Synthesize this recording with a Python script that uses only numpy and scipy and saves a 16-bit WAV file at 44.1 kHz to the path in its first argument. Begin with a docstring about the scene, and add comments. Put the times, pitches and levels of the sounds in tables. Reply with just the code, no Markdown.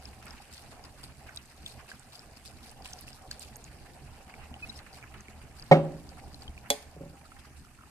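"""A thin stream of sauce trickles from a bottle into a pan, heard close by with two unlike microphones.
Shaped noise makes its spray and slosh; spurts swell, drops tick as short pings and trap small ringing bubbles.
The bottle is set down hard on a wooden counter, ringing wood and base, its cap is snapped shut (a noise crack
and a ring) and it is nudged again; late rushes scrape. Steady sines make squeaks, then a faint 800 Hz ring
around and after the nudge. The kitchen hums and hisses behind as noise."""
import sys
import numpy as np
from scipy import signal
from scipy.fft import rfft, irfft, next_fast_len
from scipy.io import wavfile
from scipy.ndimage import uniform_filter1d, map_coordinates

SR = 44100
rng = np.random.default_rng(int(sys.argv[2]) if len(sys.argv) > 2 else 0)


def pcm_store(signal):
    """Save signal as 16-bit PCM."""
    levels = np.round(np.clip(np.atleast_2d(signal), -1, 1) * 32767)
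    wavfile.write(sys.argv[1], SR, levels.astype(np.int16).T)


N = 348390  # length in samples


def amp(db):
    """Turns dB into gain."""
    return 10 ** (np.asarray(db) / 20)


def unit(x):
    """Scales x to rms 1."""
    return x / np.sqrt(np.mean(x ** 2) + 1e-20)


def along(points, hz):
    """Reads a value at each frequency from (Hz, value) points joined on a log axis."""
    point_hz, values = np.transpose(points)
    return np.interp(np.log(hz + 1), np.log(point_hz + 1), values)


def curves(rows):
    """Gives one value per sample for each column after the time."""
    s, *columns = np.transpose(rows)
    return [np.interp(np.arange(N) / SR, s, column) for column in columns]


def wobble(rate):
    """A smooth random curve with rate knots a second."""
    knots = rng.standard_normal(int(N * rate / SR) + 4)
    return map_coordinates(knots, [np.arange(N) * rate / SR])


def filtered(x, response):
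    """Shapes x with a response, possibly complex, for each frequency."""
    size = next_fast_len(x.shape[-1] + 8192)
    shaped = rfft(x, size) * response(np.fft.rfftfreq(size, 1 / SR))
    return irfft(shaped, size)[..., :x.shape[-1]]


def coloured(spectrum, count):
    """Noise of rms 1 with the given spectrum."""
    return unit(filtered(rng.standard_normal(count), lambda hz: amp(along(spectrum, hz))))


# How alike left and right are. Each row: frequency in Hz, likeness (1 the same, 0 unrelated).
LIKENESS = [(60, 0.86), (180, 0.85), (550, 0.85), (1650, 0.45), (4970, -0.14), (15000, 0.12)]


def spread(pair, response):
    """Two unrelated signals become left and right, alike in the bass and nearly unrelated in the treble."""
    def weights(hz):
        turn = np.arccos(np.clip(along(LIKENESS, hz), -1, 1)) / 2
        return response(hz) * [np.cos(turn), np.sin(turn)]

    mid, side = filtered(pair, weights)
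    return np.array([mid + side, mid - side])


def rush(spectrum, patchy_db, lumps=0):
    """Stereo noise, its middle at rms 1, with short patches of random gain; lumps (dB per sample) add grain."""
    z = signal.stft(rng.standard_normal((2, N)), nperseg=512)[2]
    patches = uniform_filter1d(rng.standard_normal(z.shape[1:]), 14, 0)  # smooth over frequency
    patches = unit(uniform_filter1d(patches, 4, 1))  # and over time
    pair = amp(lumps) * signal.istft(z * amp(patchy_db * patches), nperseg=512)[1][:, :N]
    out = spread(pair, lambda hz: amp(along(spectrum, hz)))
    return out / np.std(out.mean(axis=0))


def ring(modes, attack):
    """A second of damped modes, each a sine that fades 60 dB in its own time; attack is in seconds."""
    t = np.arange(SR) / SR
    tones = sum(amp(db - 60 * t / t60) * np.sin(2 * np.pi * hz * t) for hz, db, t60 in modes)
    return tones * (1 - np.exp(-t / attack))


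def add(track, s, sound):
    """Mixes a sound into the track from s seconds on."""
    part = track[round(s * SR):][:len(sound)]
    part += sound[:len(part)]


# The trickle beneath the spurts. Each row: time in seconds, spray level in dB, slosh level in dB.
TRICKLE = [(0.0, -67, -62), (3.41, -65.5, -64.5), (4.31, -69, -61), (5.6, -70.5, -61), (6.1, -67.5, -66),
           (7.9, -72, -65.5)]
# The clearest spurts, and late scraping rushes from 7.4 s. Each row: start in seconds, swell time in seconds,
# spray in dB, slosh in dB. The swell curve peaks about 4 dB under these levels.
SURGES = [(0.026, 0.02, -56, -81), (0.26, 0.042, -62.5, -55), (0.508, 0.032, -53.5, -62.5),
          (0.713, 0.01, -64.5, -52.5), (0.849, 0.0033, -55, -49.5), (1.029, 0.0091, -50, -57.5),
          (1.261, 0.014, -60.5, -48), (1.352, 0.0079, -59, -56), (1.657, 0.017, -50, -58.5),
          (1.788, 0.0078, -63.5, -49.5), (1.877, 0.02, -55, -50.5), (2.119, 0.016, -54, -61.5),
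          (2.447, 0.013, -52, -57), (2.625, 0.022, -55, -61), (2.844, 0.018, -50.5, -51),
          (2.982, 0.0086, -51.5, -68), (3.066, 0.014, -54, -58), (3.307, 0.007, -50.5, -52),
          (3.404, 0.014, -50, -57), (3.857, 0.0057, -59, -57), (4.392, 0.028, -64, -52.5),
          (4.595, 0.043, -58, -66.5), (4.757, 0.0093, -56, -57), (4.926, 0.022, -58, -57.5),
          (5.55, 0.028, -56, -61.5), (6.168, 0.0087, -58, -55.5), (6.405, 0.02, -59, -79),
          (6.636, 0.013, -74, -51.5), (7.241, 0.014, -60.5, -62), (7.305, .012, -73, -58),
          (7.362, .004, -68.5, -57), (7.405, 0.0122, -71, -59), (7.445, .012, -67, -61.5),
          (7.56, 0.016, -59.5, -62)]
# Fainter spurts at random: how many, swell time in seconds, dB over the trickle before the swell curve, scatter in dB
SMALL_SPURTS, SMALL_SWELL_S, SMALL_DB, SMALL_SCATTER_DB = 30, 0.0033, 6.5, 3


def flow():
    """Levels of spray and slosh: the trickle plus surges that swell fast and drain slowly; powers add."""
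    trickle = amp(curves(TRICKLE)) ** 2
    spray, slosh = trickle.copy()
    t = np.arange(SR // 2) / SR

    def surge(swell):
        return t / swell * np.exp(-t / swell)

    for s, swell, spray_db, slosh_db in SURGES:
        add(spray, s, amp(spray_db) ** 2 * surge(swell))
        add(slosh, s, amp(slosh_db) ** 2 * surge(swell))
    times = rng.random(SMALL_SPURTS) * N / SR
    sizes_db = SMALL_DB + SMALL_SCATTER_DB * rng.standard_normal((SMALL_SPURTS, 2))
    for s, (fine, coarse) in zip(times, amp(sizes_db) ** 2):
        add(spray, s, fine * trickle[0, int(s * SR)] * surge(SMALL_SWELL_S))
        add(slosh, s, coarse * trickle[1, int(s * SR)] * surge(SMALL_SWELL_S))
    return np.sqrt(spray), np.sqrt(slosh)


# Colour of the fine spray on the food. Each row: frequency in Hz, relative level in dB per Hz.
SPRAY = [(1500, -28.5), (2600, -7), (3400, -6), (4700, -0.5), (6300, -9), (8500, -8.5), (11000, -14.5),
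         (14400, -18)]
# Colour of the slosh in the pool. Each row: frequency in Hz, relative level in dB per Hz.
SLOSH = [(470, -15), (800, -7), (1260, -5), (2380, -7), (2600, -5.5), (2960, -9.5), (3600, -24),
         (4680, -30.5), (7920, -120)]


def stream(spray, slosh):
    """The sauce sprays on the food and sloshes in the pool: two grainy noises that follow the flow."""
    fine = rush(SPRAY, patchy_db=2.0, lumps=2.96 * wobble(450) + 1.6 * wobble(40))
    coarse = rush(SLOSH, patchy_db=2.5, lumps=1.9 * wobble(120) + 1.4 * wobble(30))
    return spray * fine + slosh * coarse


# The background over time. Each row: time in seconds, rumble level in dB, drone level in dB.
KITCHEN = [(0.0, -52.5, -59), (1.89, -53.5, -62), (5.6, -51, -60), (6.3, -49.5, -60), (6.86, -55, -59),
           (7.4, -53.5, -63.5), (7.62, -54, -73), (7.9, -56, -68)]
# Colours of the three background noises. Each row: frequency in Hz, relative level in dB per Hz.
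RUMBLE = [(12, -26.5), (22, -2.5), (40, -10.5), (58, -4.5), (75, 1.5), (88, -8), (100, -19.5), (120, -2.5),
          (145, -9), (175, -14.5), (222, -11), (280, -15.5), (400, -21.5), (500, -35.5), (800, -93)]
DRONE = [(210, -14.5), (350, -15), (413, -2.5), (568, -2.5), (774, 4), (918, -5.5), (1130, -12.5),
         (1200, -20.5), (1560, -36), (2640, -120)]
HISS = [(530, -62), (900, -3.5), (1120, -6.5), (1250, -3.5), (1780, 1), (2100, -26.5), (2300, -1),
        (3040, -30.5), (4360, -28.5), (5830, -5), (8450, -8.5), (12500, -14.5), (14400, -17.5)]


def kitchen():
    """A throbbing rumble, a drone near 750 Hz and a smooth hiss, each made of shaped noise."""
    rumble_db, drone_db = curves(KITCHEN)
    rumble = amp(rumble_db + 0.47 * wobble(5.156)) * rush(RUMBLE, patchy_db=2.6)
    drone = amp(drone_db + 1.9 * wobble(17) + 1.5 * wobble(4)) * rush(DRONE, patchy_db=2.5)
    hiss = amp(-69.5) * rush(HISS, patchy_db=1.9)
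    return rumble + drone + hiss


TICK_CYCLES = 57  # cycles until the ping is 60 dB down
PUFF_S, PUFF_WIDTH = 0.011, 0.58  # seconds until 60 dB down; bandwidth of each filter pass over pitch


def tick(db, hz):
    """A drop bursts on the food: a few cycles at its pitch inside a short, wide puff of noise."""
    t = np.arange(SR // 50) / SR
    ping = amp(-60 * t * hz / TICK_CYCLES) * np.sin(2 * np.pi * hz * t) * (1 - np.exp(-t * hz / 1.3))
    puff = amp(1.5 - 60 * t / PUFF_S) * (1 - np.exp(-t / .0003)) * rng.standard_normal(len(t))
    b, a = signal.iirpeak(min(hz, 15000), 1 / PUFF_WIDTH, SR)
    for _ in range(2):
        puff = signal.lfilter(b, a, puff)
    return amp(db) * (ping + puff)


BUBBLE_CYCLES = 33.5  # cycles at the starting pitch until 60 dB down


def bubble(db, hz):
    """A slap on the surface, then a tone whose pitch creeps up as the bubble nears the surface."""
    t = np.arange(SR // 10) / SR
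    life = t * hz / BUBBLE_CYCLES
    slap = amp(-8 - 60 * t / .004) * uniform_filter1d(rng.standard_normal(len(t)), size=4)
    tone = amp(-60 * life) * np.sin(2 * np.pi * hz * t * (1 + 0.034 * life))
    return amp(db) * (slap + tone * (1 - np.exp(-t * hz / 0.7)))


# Clear drops bursting on the food. Each row: start in seconds, level in dB, centre pitch in Hz.
TICKS = [(0.0548, -33, 5140), (0.256, -39, 9900), (.281, -43, 5040), (0.5793, -38, 4500),
         (0.6245, -51, 9250), (0.8544, -42.5, 4930), (1.014, -50.5, 9160), (2.7144, -41.5, 9600),
         (2.822, -41.5, 4760), (2.905, -49.5, 9480), (2.989, -42, 5700), (3.069, -45, 4340),
         (4.7899, -35, 4270), (6.421, -36.5, 4600), (0.307, -35, 5200), (0.8399, -38.5, 5000),
         (1.038, -34, 4800), (1.361, -32, 9100), (1.293, -47, 6470), (1.372, -32, 4750), (1.373, -26, 3880),
         (1.457, -45.5, 7900), (1.662, -26, 3630), (1.661, -44, 6780), (1.9955, -40, 7500),
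         (2.154, -36, 4780), (2.193, -36, 4980), (2.93, -39, 3100), (2.9332, -27.5, 5850),
         (3.0098, -36.5, 11200), (3.13, -37, 5070), (3.313, -25, 4450), (3.312, -32.5, 7700),
         (3.3952, -32, 8360), (3.428, -33, 7000), (3.558, -35.5, 6570), (3.5666, -36, 11700),
         (3.642, -37, 6750), (4.93, -41.5, 4640), (5.207, -38.5, 6300), (5.597, -36.5, 4670),
         (5.624, -35.5, 4800), (6.091, -38.5, 4800), (6.344, -34.5, 4227), (6.479, -33, 3150)]
# Clear drops trapping air in the pool. Each row: start in seconds, level in dB, starting pitch in Hz.
BUBBLES = [(0.269, -39.5, 1380), (.401, -40.5, 800), (1.293, -36, 1520), (1.916, -31, 1598),
           (2.857, -32.5, 2630), (3.08, -32.5, 2630), (3.312, -34.5, 1613), (4.34, -35, 2260),
           (4.541, -32.5, 2900), (4.563, -38, 774), (4.79, -41, 1920), (5.027, -36.5, 2350),
           (5.04, -40.5, 1650), (5.284, -36, 2210), (6.238, -39, 795), (6.578, -34, 2450),
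           (7.319, -39, 1310), (7.366, -44.5, 1795), (6.659, -41, 1930), (7.252, -46, 1250),
           (7.261, -46.5, 1320), (7.648, -47, 1380), (7.668, -50.5, 1250), (7.873, -49.5, 850),
           (7.789, -44.5, 1354), (7.81, -45, 1300), (7.836, -43.5, 1254)]
FAINT_TICKS, FAINT_BUBBLES = 450, 160  # how many
# Faint ticks: weakest in dB over the spray, span in dB, lowest pitch in Hz, highest pitch over lowest
TICK_DB, TICK_SPAN_DB, TICK_LOW_HZ, TICK_RANGE = 4, 9.5, 2160, 4.5
# Faint bubbles: the same four settings, over the slosh
PLOP_DB, PLOP_SPAN_DB, PLOP_LOW_HZ, PLOP_RANGE = 8, 6, 753, 4


def drops(spray, slosh):
    """Clear ticks and bubbles, and fainter ones that grow with the flow; faint ticks crowd into the surges."""
    track = np.zeros(N)
    for s, db, hz in TICKS:
        add(track, s, tick(db, hz))
    for s, db, hz in BUBBLES:
        add(track, s, bubble(db, hz))
    share = np.cumsum(spray) / spray.sum()  # more spray, more ticks
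    for w, u, v in rng.random((FAINT_TICKS, 3)):
        s = np.searchsorted(share[:-1], w) / SR
        sound = tick(TICK_DB + TICK_SPAN_DB * v * v, TICK_LOW_HZ * TICK_RANGE ** u)
        add(track, s, spray[int(s * SR)] * sound)
    for s, u, v in rng.random((FAINT_BUBBLES, 3)) * [N / SR, 1, 1]:
        sound = bubble(PLOP_DB + PLOP_SPAN_DB * v * v, PLOP_LOW_HZ * PLOP_RANGE ** u)
        add(track, s, slosh[int(s * SR)] * sound)
    return track


# Short steady tones: squeaks, then the faint 800 Hz ring around and after the nudge at 7.13 s.
# Each row: start in seconds, length in seconds, level in dB, pitch in Hz.
STEADY_TONES = [(4.623, 0.029, -35.5, 2537), (4.688, 0.016, -48.5, 5160), (4.695, 0.011, -36, 3960),
                (4.754, 0.015, -50, 5140), (7.125, 0.072, -56, 798), (7.34, 0.06, -56, 800)]


def steady_tones():
    """Squeaks and a faint later ring, all short sines of steady pitch that swell and fade."""
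    track = np.zeros(N)
    for s, length, db, hz in STEADY_TONES:
        t = np.arange(int(length * SR)) / SR
        add(track, s, amp(db) * np.sqrt(np.sin(np.pi * t / length)) * np.sin(2 * np.pi * hz * t))
    return track


# Ringing modes of the wooden counter. Each row: pitch in Hz, level in dB, seconds to fade 60 dB if left alone.
COUNTER = [(156.7, 4, 0.36), (224.6, -17, 0.58), (274, -1.5, 0.34), (297, -25, 1.4), (354.2, -10, 0.33),
           (410.4, -5.5, 0.17), (544, -3, 0.3), (565, -2, 0.45), (727, -5.5, 0.22), (797, -6.5, .2),
           (837, -13, 0.12), (1074, -20.5, 0.12), (1485, -25, .14), (1976, -29.5, .12)]
# Colour of its crowd of lesser modes. Each row: frequency in Hz, relative level in dB per Hz.
THUD = [(80, -42), (150, -3), (600, -1.5), (900, -10), (1200, -15), (2200, -22), (3000, -22), (6000, -38.5),
        (12000, -50.5)]
# Blows of the bottle on the counter. 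Each row: start in seconds, level in dB, hardness in Hz (lower is duller),
# seconds to fade 60 dB from the hand that steadies the bottle, on top of the wood's own fading.
BLOWS = [(5.7125, -13, 9050, 4.5), (5.729, -22, 910, 3.8), (6.96, -47.5, 700, 0.27),
         (7.006, -39.5, 650, 0.19), (7.03, -45, 646, .2), (7.055, -45.5, 650, 0.29),
         (7.128, -50.5, 500, 0.23), (7.205, -54, 300, 0.17)]
SCATTER_DB, FLOOR_HZ = 1, 125  # change of each mode from blow to blow; the counter radiates little below this


def bottle():
    """Blows of the bottle ring the counter's modes over a noisy thud, duller when soft."""
    track, t = np.zeros(N), np.arange(SR) / SR
    for s, db, hard_hz, held in BLOWS:
        modes = [(hz, level + SCATTER_DB * rng.standard_normal(), t60) for hz, level, t60 in COUNTER]
        wood = ring(modes, attack=0.0017)
        thud = amp(2.0 - 60 * t / 0.16) * (1 - np.exp(-t / 0.002)) * coloured(THUD, len(t))
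        # a gentle low-pass: a soft blow excites little treble
        blow = filtered(wood + thud, lambda f: 1 / (1 + (1.4j * f - f * f / hard_hz) / hard_hz))
        add(track, s, amp(db - 60 * t / held) * blow)
    return filtered(track, lambda f: -f * f / (FLOOR_HZ ** 2 - f * f + 1.4j * f * FLOOR_HZ))


# Modes of the bottle's base while it rocks. Each row: pitch in Hz, level in dB, seconds to fade 60 dB.
BASE = [(545, -13, 0.31), (734, -9.5, 0.29), (819, -16, 0.2), (1850, -21, 0.12)]
# Mode of the base's far rim. Each row: pitch in Hz, level in dB, seconds to fade 60 dB.
RIM = [(2180, -15.5, 0.27)]
LANDING, TIPPING, SEATED = 5.7125, 5.7225, 5.732  # seconds: first touch, tip onto the far rim, sits flat


def base():
    """The bottle's base and rim ring until it sits flat, which quickly stops them."""
    track, t = np.zeros(N), np.arange(SR) / SR
    for s, modes, attack in ((LANDING, BASE, .0013), (TIPPING, RIM, .002)):
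        rocking = 1 / (1 + np.exp(np.clip((t - SEATED + s) / .0012, -50, 50)))
        add(track, s, rocking * ring(modes, attack))
    return track


# Ringing modes of cap and bottle. Each row: pitch in Hz, level in dB, seconds to fade 60 dB.
CAP = [(269.5, -33, 0.14), (430, -30, 0.2), (577, -20.5, 0.12), (701, -27, 0.11), (823, -29, 0.14),
       (3380, -19, 0.071), (3960, -29.5, 0.07), (4820, -30, 0.036), (6050, -22, .03), (7200, -18, 0.023)]
# Colour of the crack. Each row: frequency in Hz, relative level in dB per Hz.
CRACK = [(300, -7.5), (700, 1.5), (1350, -11), (2200, -1.5), (4200, 0), (7500, -5), (14400, -14.5)]
SNAP, CRACK_S = 6.7025, .012  # start in seconds; seconds for the crack to fade 60 dB


def cap():
    """A noise crack with a rough tail, and the plastic's short ring, which carries less into the room."""
    track, room, t = np.zeros(N), np.zeros(N), np.arange(SR) / SR
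    burst = amp(-8.0 - 60 * t / CRACK_S)
    rough_tail = amp(-30 - 60 * t / 0.1 + 3.5 * wobble(150)[:SR])
    crack = (burst + rough_tail) * (1 - np.exp(-t / 0.00093)) * coloured(CRACK, len(t))
    body = amp(1.5 * wobble(120)[:SR]) * ring(CAP, attack=0.0013)
    add(track, SNAP, body + crack)
    add(room, SNAP, amp(-28) * body + amp(-13) * crack)
    return track, room


# How the room's echo dies. Each row: frequency in Hz, seconds to fade 60 dB.
WALLS = [(200, 0.71), (1000, 0.5), (4000, 0.4), (12000, 0.3)]


def walls(x):
    """The room's answer: fading noise in which each frequency dies at its own speed."""
    hz, t, z = signal.stft(rng.standard_normal((2, SR // 2)), SR, nperseg=256)
    fade = amp(-60 * t / along(WALLS, hz)[:, None])
    tail = signal.istft(z * fade, SR, nperseg=256)[1]
    late = np.pad(x, (200, 0))[None]  # the echo starts 200 samples late
    wet = signal.fftconvolve(late, tail / np.linalg.norm(tail[0]), axes=1)[:, :N]
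    return spread(wet, np.ones_like)


def placed(x, lag):
    """A near source reaches the left microphone lag seconds after the right, or before it if negative."""
    return filtered(x, lambda hz: np.exp(-1j * np.pi * lag * hz * [[1], [-1]]))


def scene():
    """Near sources, their echoes and the background; the small base carries less into the room than the counter."""
    spray, slosh = flow()
    wet = drops(spray, slosh) + steady_tones()
    wood, foot = bottle(), base()
    snap, snap_far = cap()
    near = placed(wet, lag=0.00014) + placed(wood + foot, lag=-.00016) + placed(snap, lag=-.00027)
    # the small drops barely reach the walls
    far = walls(amp(-26) * wet + amp(-14.5) * wood + amp(-29.0) * foot + snap_far)
    return near + far + stream(spray, slosh) + kitchen()


# Colour of the left microphone over the right. Each row: frequency in Hz, difference in dB.
PORTS = [(60, -4.5), (99, 0.5), (160, -1), (270, 0.5), (450, -1.5), (740, -1), (1220, -2), (2010, -6),
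         (3330, 4), (5500, 6.5), (7300, -8.5), (9080, -16), (15000, -8.5)]
TOP_HZ = 14400  # band limit


def record(dry):
    """The two microphones differ in colour; the loudest peaks are rounded off; nothing passes above the band limit."""
    x = filtered(dry, lambda hz: amp(along(PORTS, hz) * [[.5], [-.5]]))  # half the difference each
    x = x / (1 + np.abs(x / .95) ** 6) ** (1 / 6)
    return filtered(x, lambda hz: hz < TOP_HZ)


dry = scene()
out = record(dry)
pcm_store(out)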